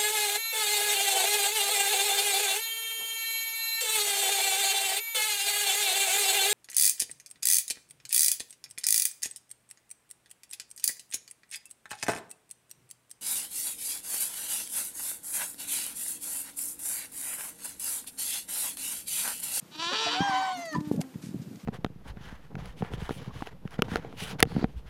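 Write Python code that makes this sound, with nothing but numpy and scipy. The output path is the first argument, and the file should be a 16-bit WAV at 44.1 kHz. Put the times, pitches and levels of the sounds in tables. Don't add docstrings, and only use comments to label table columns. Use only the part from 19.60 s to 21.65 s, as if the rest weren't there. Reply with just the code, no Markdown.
import sys
import numpy as np
from scipy import signal
from scipy.fft import rfft, irfft
from scipy.io import wavfile
from scipy.ndimage import uniform_filter1d

SR = 44100
rng = np.random.default_rng(int(sys.argv[2]) if len(sys.argv) > 2 else 0)


def makeup_ratio(level_db):
    decades = np.asarray(level_db, float) / 20
    return 10 ** decades


def to_wav(s):
    ch = np.atleast_2d(s).T
    pcm = np.round(np.clip(ch, -1, 1) * 32767)
    wavfile.write(sys.argv[1], SR, pcm.astype(np.int16))


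N = 90404
TIME = np.arange(N) / SR


def rms_one(x):
    return x / np.sqrt(np.mean(x ** 2) + 1e-20)


def in_time(rows):
    s, *columns = np.transpose(rows)
    return [np.interp(TIME, s, c) for c in columns]


def gate(rows):
    inside = np.minimum(TIME - rows[0][0], rows[-1][0] - TIME)
    return np.clip(inside / .015, 0, 1)


def band(x, low_hz, high_hz):
    sos = signal.butter(2, [low_hz, min(high_hz, .45 * SR)], "band", fs=SR, output="sos")
    return signal.sosfilt(sos, x)


def drift(rate_hz):
    r = np.exp(-2 * np.pi * rate_hz / SR)
    settle = 9000
    walk = signal.lfilter([1], [1, -2 * r, r * r], rng.standard_normal(N + settle))
    return rms_one(walk[settle:])


def cycles(hz):
    return 2 * np.pi * np.cumsum(hz) / SR


# (frequency [Hz], level [dB per Hz])
YARD_SPECTRUM = [(250, -2), (600, -6.5), (1500, -11.5), (4000, -16), (8000, -18), (13000, -22),
                 (15600, -10.5)]


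def yard():
    hz = np.arange(1, N // 2 + 2) * SR / N
    at, db = np.transpose(YARD_SPECTRUM)
    tilt = makeup_ratio(np.interp(np.log(hz), np.log(at), db))
    noise = irfft(rfft(rng.standard_normal(N)) * tilt * np.minimum(hz / 200, 1) ** 2, N)
    return makeup_ratio(-54.5 + 0.13 * drift(3.5)) * rms_one(noise)


# (centre time [s], peak level [dB], pitch [Hz], length [cycles])
THUMPS = [(0.029, -41, 180, 2.3), (0.269, -35.5, 145, 0.71), (.608, -17.5, 205, 0.84),
          (0.697, -29, 183, 1.1), (1.151, -28.5, 194, 1.8), (1.163, -23.5, 256, 1.13),
          (1.185, -22, 175.6, 2.26), (1.212, -26.5, 212, 1.3), (1.276, -27.5, 173, 1.5),
          (1.3, -52, 235, 1.9), (1.316, -15.5, 240, 0.83), (1.345, -31.5, 225.2, 5.84),
          (1.381, -22.5, 205.5, 2.9), (1.399, -21, 191, 2.6), (0.193, -44, 130, 1.3),
          (1.56, -25.5, 166, 1.46), (1.641, -29.5, 207, 1.4), (1.671, -29.5, 167, 1.3),
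          (1.693, -29.5, 180, 1.3), (1.714, -33, 207, 1.5), (1.747, -25, 227, 1.4), (1.762, -29, 163, 2.7),
          (1.801, -29, 145, 2), (1.821, -34.5, 222, 3.6), (1.876, -37.5, 164, 5.9),
          (1.915, -31.5, 194, 0.93), (1.959, -39, 156, 4.9), (2.043, -35, 174, 3.6), (0.472, -44, 123, 3.3),
          (.619, -25, 200, 3), (.65, -47, 150, 3.3), (.74, -45, 140, 2), (1.172, -27.5, 151, 2.1),
          (0.061, -50, 175, 1.1)]
# (time [s], level [dB])
GUST = [
    (0, -62),
    (.7, -58.5),
    (1.15, -58.5),
    (1.4, -39),
    (1.46, -55.5),
    (1.63, -48.5),
    (1.93, -47.5),
    (2.05, -64),
]


def thumps():
    knocks = np.zeros(N)
    for s, db, hz, turns in THUMPS:
        u = (TIME + 0.0011 - s) * hz
        swell = np.exp(-(u / (turns * np.where(u < 0, .35, .55))) ** 2)
        falling_pitch = 1 - 0.18 * np.tanh(u)
        knocks += makeup_ratio(db) * swell * np.cos(2 * np.pi * u * falling_pitch + 1.0)
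    gust_db, = in_time(GUST)
    rumble = rms_one(band(band(rng.standard_normal(N), 118, 296), 81, 900))
    deep = band(rng.standard_normal(N), 67, 130) * uniform_filter1d(np.abs(knocks), size=900)
    bent = knocks + 0.99 * np.abs(knocks) * knocks / 0.14
    port = signal.butter(2, 125.5, "high", fs=SR, output="sos")
    return signal.sosfilt(port, bent) + makeup_ratio(gust_db + 2.0 * drift(20)) * rumble + makeup_ratio(5.5) * deep


# (frequency [Hz], width [Hz], depth [0-1])
NOTCHES = [(2250, 190, 0.7), (5030, 220, 0.4)]


def throat(table, hz):
    nasal = 1
    for at, width, depth in NOTCHES:
        nasal = nasal * (1 - np.clip(depth, 0, 1) / (1 + ((hz - at) / width * 2) ** 2))
    resonances = sum(makeup_ratio(db) / (1 + 1j * (hz ** 2 - top ** 2) / (width * hz + 1e-9))
                     for top, width, db in table)
    u = 1j * hz / 5460
    return nasal * resonances / (1 + u + u * u) ** 2


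def folds(rows, table, hum_phase, jitter, beat, breath):
    hz, db, rough = in_time(rows)
    wander = drift(30.3) / 800 + jitter * rough ** 2 * drift(120)
    phase = cycles(hz * (1 + wander)) + beat * rough * np.sin(hum_phase)
    pulses = sum(np.cos(k * phase) * (k * hz < 11000) for k in range(1, 34))
    beating = beat * rough * (0.6 * np.cos(2 * hum_phase) + 0.2 * np.cos(3 * hum_phase))
    pulses = pulses / np.sqrt(5500 / hz) * (1 + beating + 0.05 * rough * drift(83))
    air = breath * rough * rng.standard_normal(N) * (1 + 0.081 * np.cos(phase))

    bins = np.arange(N // 2 + 1) * SR / N
    shaped = rfft(pulses + air) * throat(table, bins)
    region = np.minimum(bins / 800, 8)
    voiced = np.zeros(N)
    for k in range(9):
        share = np.maximum(1 - np.abs(region - k), 0)
        voiced += irfft(shaped * share, N) * makeup_ratio(1.8 * drift(16.6))
    levelled = voiced / np.sqrt(uniform_filter1d(voiced ** 2, size=2000) + 1e-9)
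    return gate(rows) * makeup_ratio(db) * levelled


# (time [s], pitch [Hz], level [dB], roughness [0-1])
BRAY = [(.105, 299.2, -57, 0.27), (.148, 302, -45.5, 0.62), (.174, 305.6, -47.5, 0.54),
        (.198, 321, -35, .28), (.228, 338, -31.5, .36), (.258, 337, -32, .16), (.29, 351, -31, .16),
        (.32, 371, -33, .14), (.335, 423, -29, 0.86), (.385, 442.7, -30, 0.59), (.46, 448, -29, 0.52),
        (.5, 448.6, -31, 0.69), (.55, 473.8, -29, 0.91), (.66, 438, -53.5, 0.88)]
# (frequency [Hz], width [Hz], level [dB])
BRAY_THROAT = [(378, 320, -0.5), (1030, 95, 7.5), (1360, 720, 4), (1706, 54, 1), (2384, 210, 2.5),
               (2970, 610, 1.5), (3454, 100, 0.5), (3840, 320, 3.5), (4525, 270, 4), (5540, 160, -3),
               (7260, 900, -2.5), (10100, 1900, -3.5)]


def bray(hum_phase):
    return folds(BRAY, BRAY_THROAT, hum_phase, jitter=0.03532, beat=0.39, breath=1.0)


# (start time [s], level [dB], pitch [Hz], t60 [s])
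CRACKS = [(.462, -36, 700, .08), (1.15, -34, 1000, .065), (.312, -44, 545, .08), (1.15, -47, 1900, .045),
          (.478, -44, 1950, .1), (1.411, -44, 740, .022), (1.413, -52, 2150, .025), (1.341, -41, 450, .035),
          (.152, -56, 310, .15), (1.39, -45, 620, .025), (.51, -44, 1100, .07), (.54, -46, 2000, .05),
          (1.135, -50, 1300, .06), (.275, -47, 1070, .2), (.66, -58, 610, .4), (.585, -45, 1300, .06)]


def cracks():
    out = np.zeros(N)
    wobble = .5 * drift(118.6)
    for s, db, hz, t60 in CRACKS:
        age = np.maximum(TIME - s, 0)
        attack = 1 - np.exp(-age * 8 / t60)
        ring = np.sin(2 * np.pi * hz * age + wobble * hz / 1000)
        out += makeup_ratio(db + 18.5 - 60 * age / t60) * attack * ring
    return out


# (start time [s], length [s], level [dB], centre [Hz])
SCUFFS = [(0.963, 0.07, -53, 9000), (1.052, 0.016, -47, 7800), (1.126, .01, -48, 6500),
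          (1.113, .006, -53, 6500), (1.145, .032, -49, 3800), (1.204, .008, -50, 4000),
          (.158, .006, -53, 8500), (1.54, .008, -53, 1900), (1.24, 0.07, -56, 3200),
          (1.31, 0.05, -54, 9500), (1.27, .04, -58, 10000), (1.99, .05, -60, 4000),
          (1.361, .006, -55, 7930), (1.404, 0.022, -47, 9100), (1.4135, 0.004, -40, 6500),
          (1.612, 0.09, -52.5, 7000), (1.815, 0.023, -56.5, 4630), (1.956, 0.0054, -52, 4950),
          (1.436, 0.012, -53, 1190)]


def scuffs():
    out = np.zeros(N)
    grit = rng.standard_normal(N) * makeup_ratio(1.0 * drift(270))
    for s, length, db, hz in SCUFFS:
        u = (TIME - s) / length
        envelope = np.clip(u * 6, 0, 1) * np.exp(-np.maximum(u, 0) ** 3)
        out += makeup_ratio(db) * rms_one(band(grit, hz / 6.2, hz * 1.45)) * envelope
    return out


# (time [s], pitch [Hz], level [dB])
HUM = [(.29, 289.5, -94), (.33, 263.6, -40), (.38, 249.3, -102.5), (.435, 304.8, -64.5),
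       (.46, 298.7, -50.5), (.57, 293.7, -47), (.65, 289.5, -50), (.7, 305.9, -51.5), (.79, 289.2, -48),
       (.89, 275.1, -71), (.93, 239.4, -62), (.99, 268.8, -43), (1.08, 261, -86), (1.13, 300.9, -41),
       (1.29, 299.4, -43.5), (1.43, 266.8, -46.5), (1.54, 255.5, -57)]
HUM_PARTIALS_DB = [2, -18.5, -16.5, -23, -23, -22.5]


def hum():
    hz, db = in_time(HUM)
    phase = cycles(hz * (1 + 0.0056 * drift(60)))
    tone = sum(makeup_ratio(p) * np.sin(k * phase) for k, p in enumerate(HUM_PARTIALS_DB, 1))
    return gate(HUM) * np.sqrt(2) * makeup_ratio(db) * tone, phase


def mouth(table, hz):
    return sum(makeup_ratio(db) / (1 + (2 * (hz - top) / width) ** 2) for top, width, db in table)


# (time [s], pitch [Hz], level [dB])
SQUEAL = [(.535, 717.6, -40.5), (.585, 751, -28), (.614, 799.7, -26.5), (.665, 803.8, -27.5),
          (.73, 757.8, -27.5), (.832, 767.2, -27.5), (.944, 736, -32.5), (.988, 692, -38.5),
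          (1.02, 694, -37.5), (1.115, 626, -43), (1.15, 589, -29), (1.18, 554, -57)]
# (frequency [Hz], width [Hz], level [dB])
OPEN_MOUTH = [(825, 320, -1.5), (1604, 240, -9), (2150, 580, -21), (3283, 200, -10.5), (3620, 330, -23.5),
              (4620, 400, -20.5), (5530, 190, -20.5), (6350, 450, -27.5), (7490, 1170, -32),
              (9700, 7500, -51.5)]
# (frequency [Hz], width [Hz], level [dB])
CLOSING_MOUTH = [(672, 134, -3), (1180, 250, -12.5), (1874, 360, -3), (2940, 340, -21.5),
                 (3880, 380, -21.5), (4510, 280, -5.5), (5700, 290, -21), (6360, 350, -15.5),
                 (7400, 800, -26), (9500, 2500, -41)]


def squeal(hum_phase):
    hz, db = in_time(SQUEAL)
    phase = cycles(hz * (1 + drift(60) / 500))
    shut = np.clip((TIME - 0.922) / 0.064, 0, 1)
    slack_db = -0.298 * np.maximum(634 - hz, 0)
    tone = np.zeros(N)
    for k in range(1, 16):
        gain = (1 - shut) * mouth(OPEN_MOUTH, k * hz) + shut * mouth(CLOSING_MOUTH, k * hz)
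        flicker_db = (1 + k / 3) * drift(15) + slack_db * (k > 3 or k == 1)
        blur = k / 21 * drift(150)
        beating = (k - 1) * 0.08 * (1 - shut) * np.sin(hum_phase)
        tone += gain * makeup_ratio(flicker_db) * np.cos(k * phase + 1.3 * k * k + blur + beating)
    return gate(SQUEAL) * np.sqrt(2) * makeup_ratio(db) * tone


# (time [s], pitch [Hz], level [dB], roughness [0-1])
RASP = [
    (.6, 957, -34, 0.8),
    (.68, 974, -37, 0.7),
    (.76, 1007, -29.5, 0.3),
    (.82, 1048, -37, 0.76),
    (.92, 1030, -37, 0.37),
    (.95, 1030, -56, 0.72),
    (1.05, 1030, -50, 0.86),
]
# (frequency [Hz], width [Hz], level [dB])
RASP_THROAT = [(1036, 250, 36.5), (1270, 41, -12), (1776, 170, 30), (3060, 180, 2.5), (4970, 440, -14)]


def rasp(hum_phase):
    return folds(RASP, RASP_THROAT, hum_phase, jitter=0.22, beat=0.46, breath=1.73)


def echoes(x):
    out = np.zeros(N)
    for lag_s, db in [(.0003, -13), (.007, -27), (.023, -21), (.041, -20)]:
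        lag = int(lag_s * SR)
        out[lag:] += makeup_ratio(db) * x[:-lag]
    return band(x + band(out, 290, 8400), 152, 15000)


def scene():
    nasal, hum_phase = hum()
    goat = bray(hum_phase) + cracks() + nasal + squeal(hum_phase) + rasp(hum_phase)
    low = thumps()
    duck = makeup_ratio(-30 * uniform_filter1d(np.abs(low), size=1300))
    return (duck * yard() + low + scuffs() + echoes(goat))[None]


def top_cut(x):
    return signal.sosfilt(signal.butter(12, 15680, fs=SR, output="sos"), x)


def record(dry):
    low_pass = signal.cheby2(12, 70, 15780, fs=SR, output="sos")
    mix = signal.sosfilt(low_pass, dry)
    return top_cut(mix)


dry = scene()
out = record(dry)
to_wav(out)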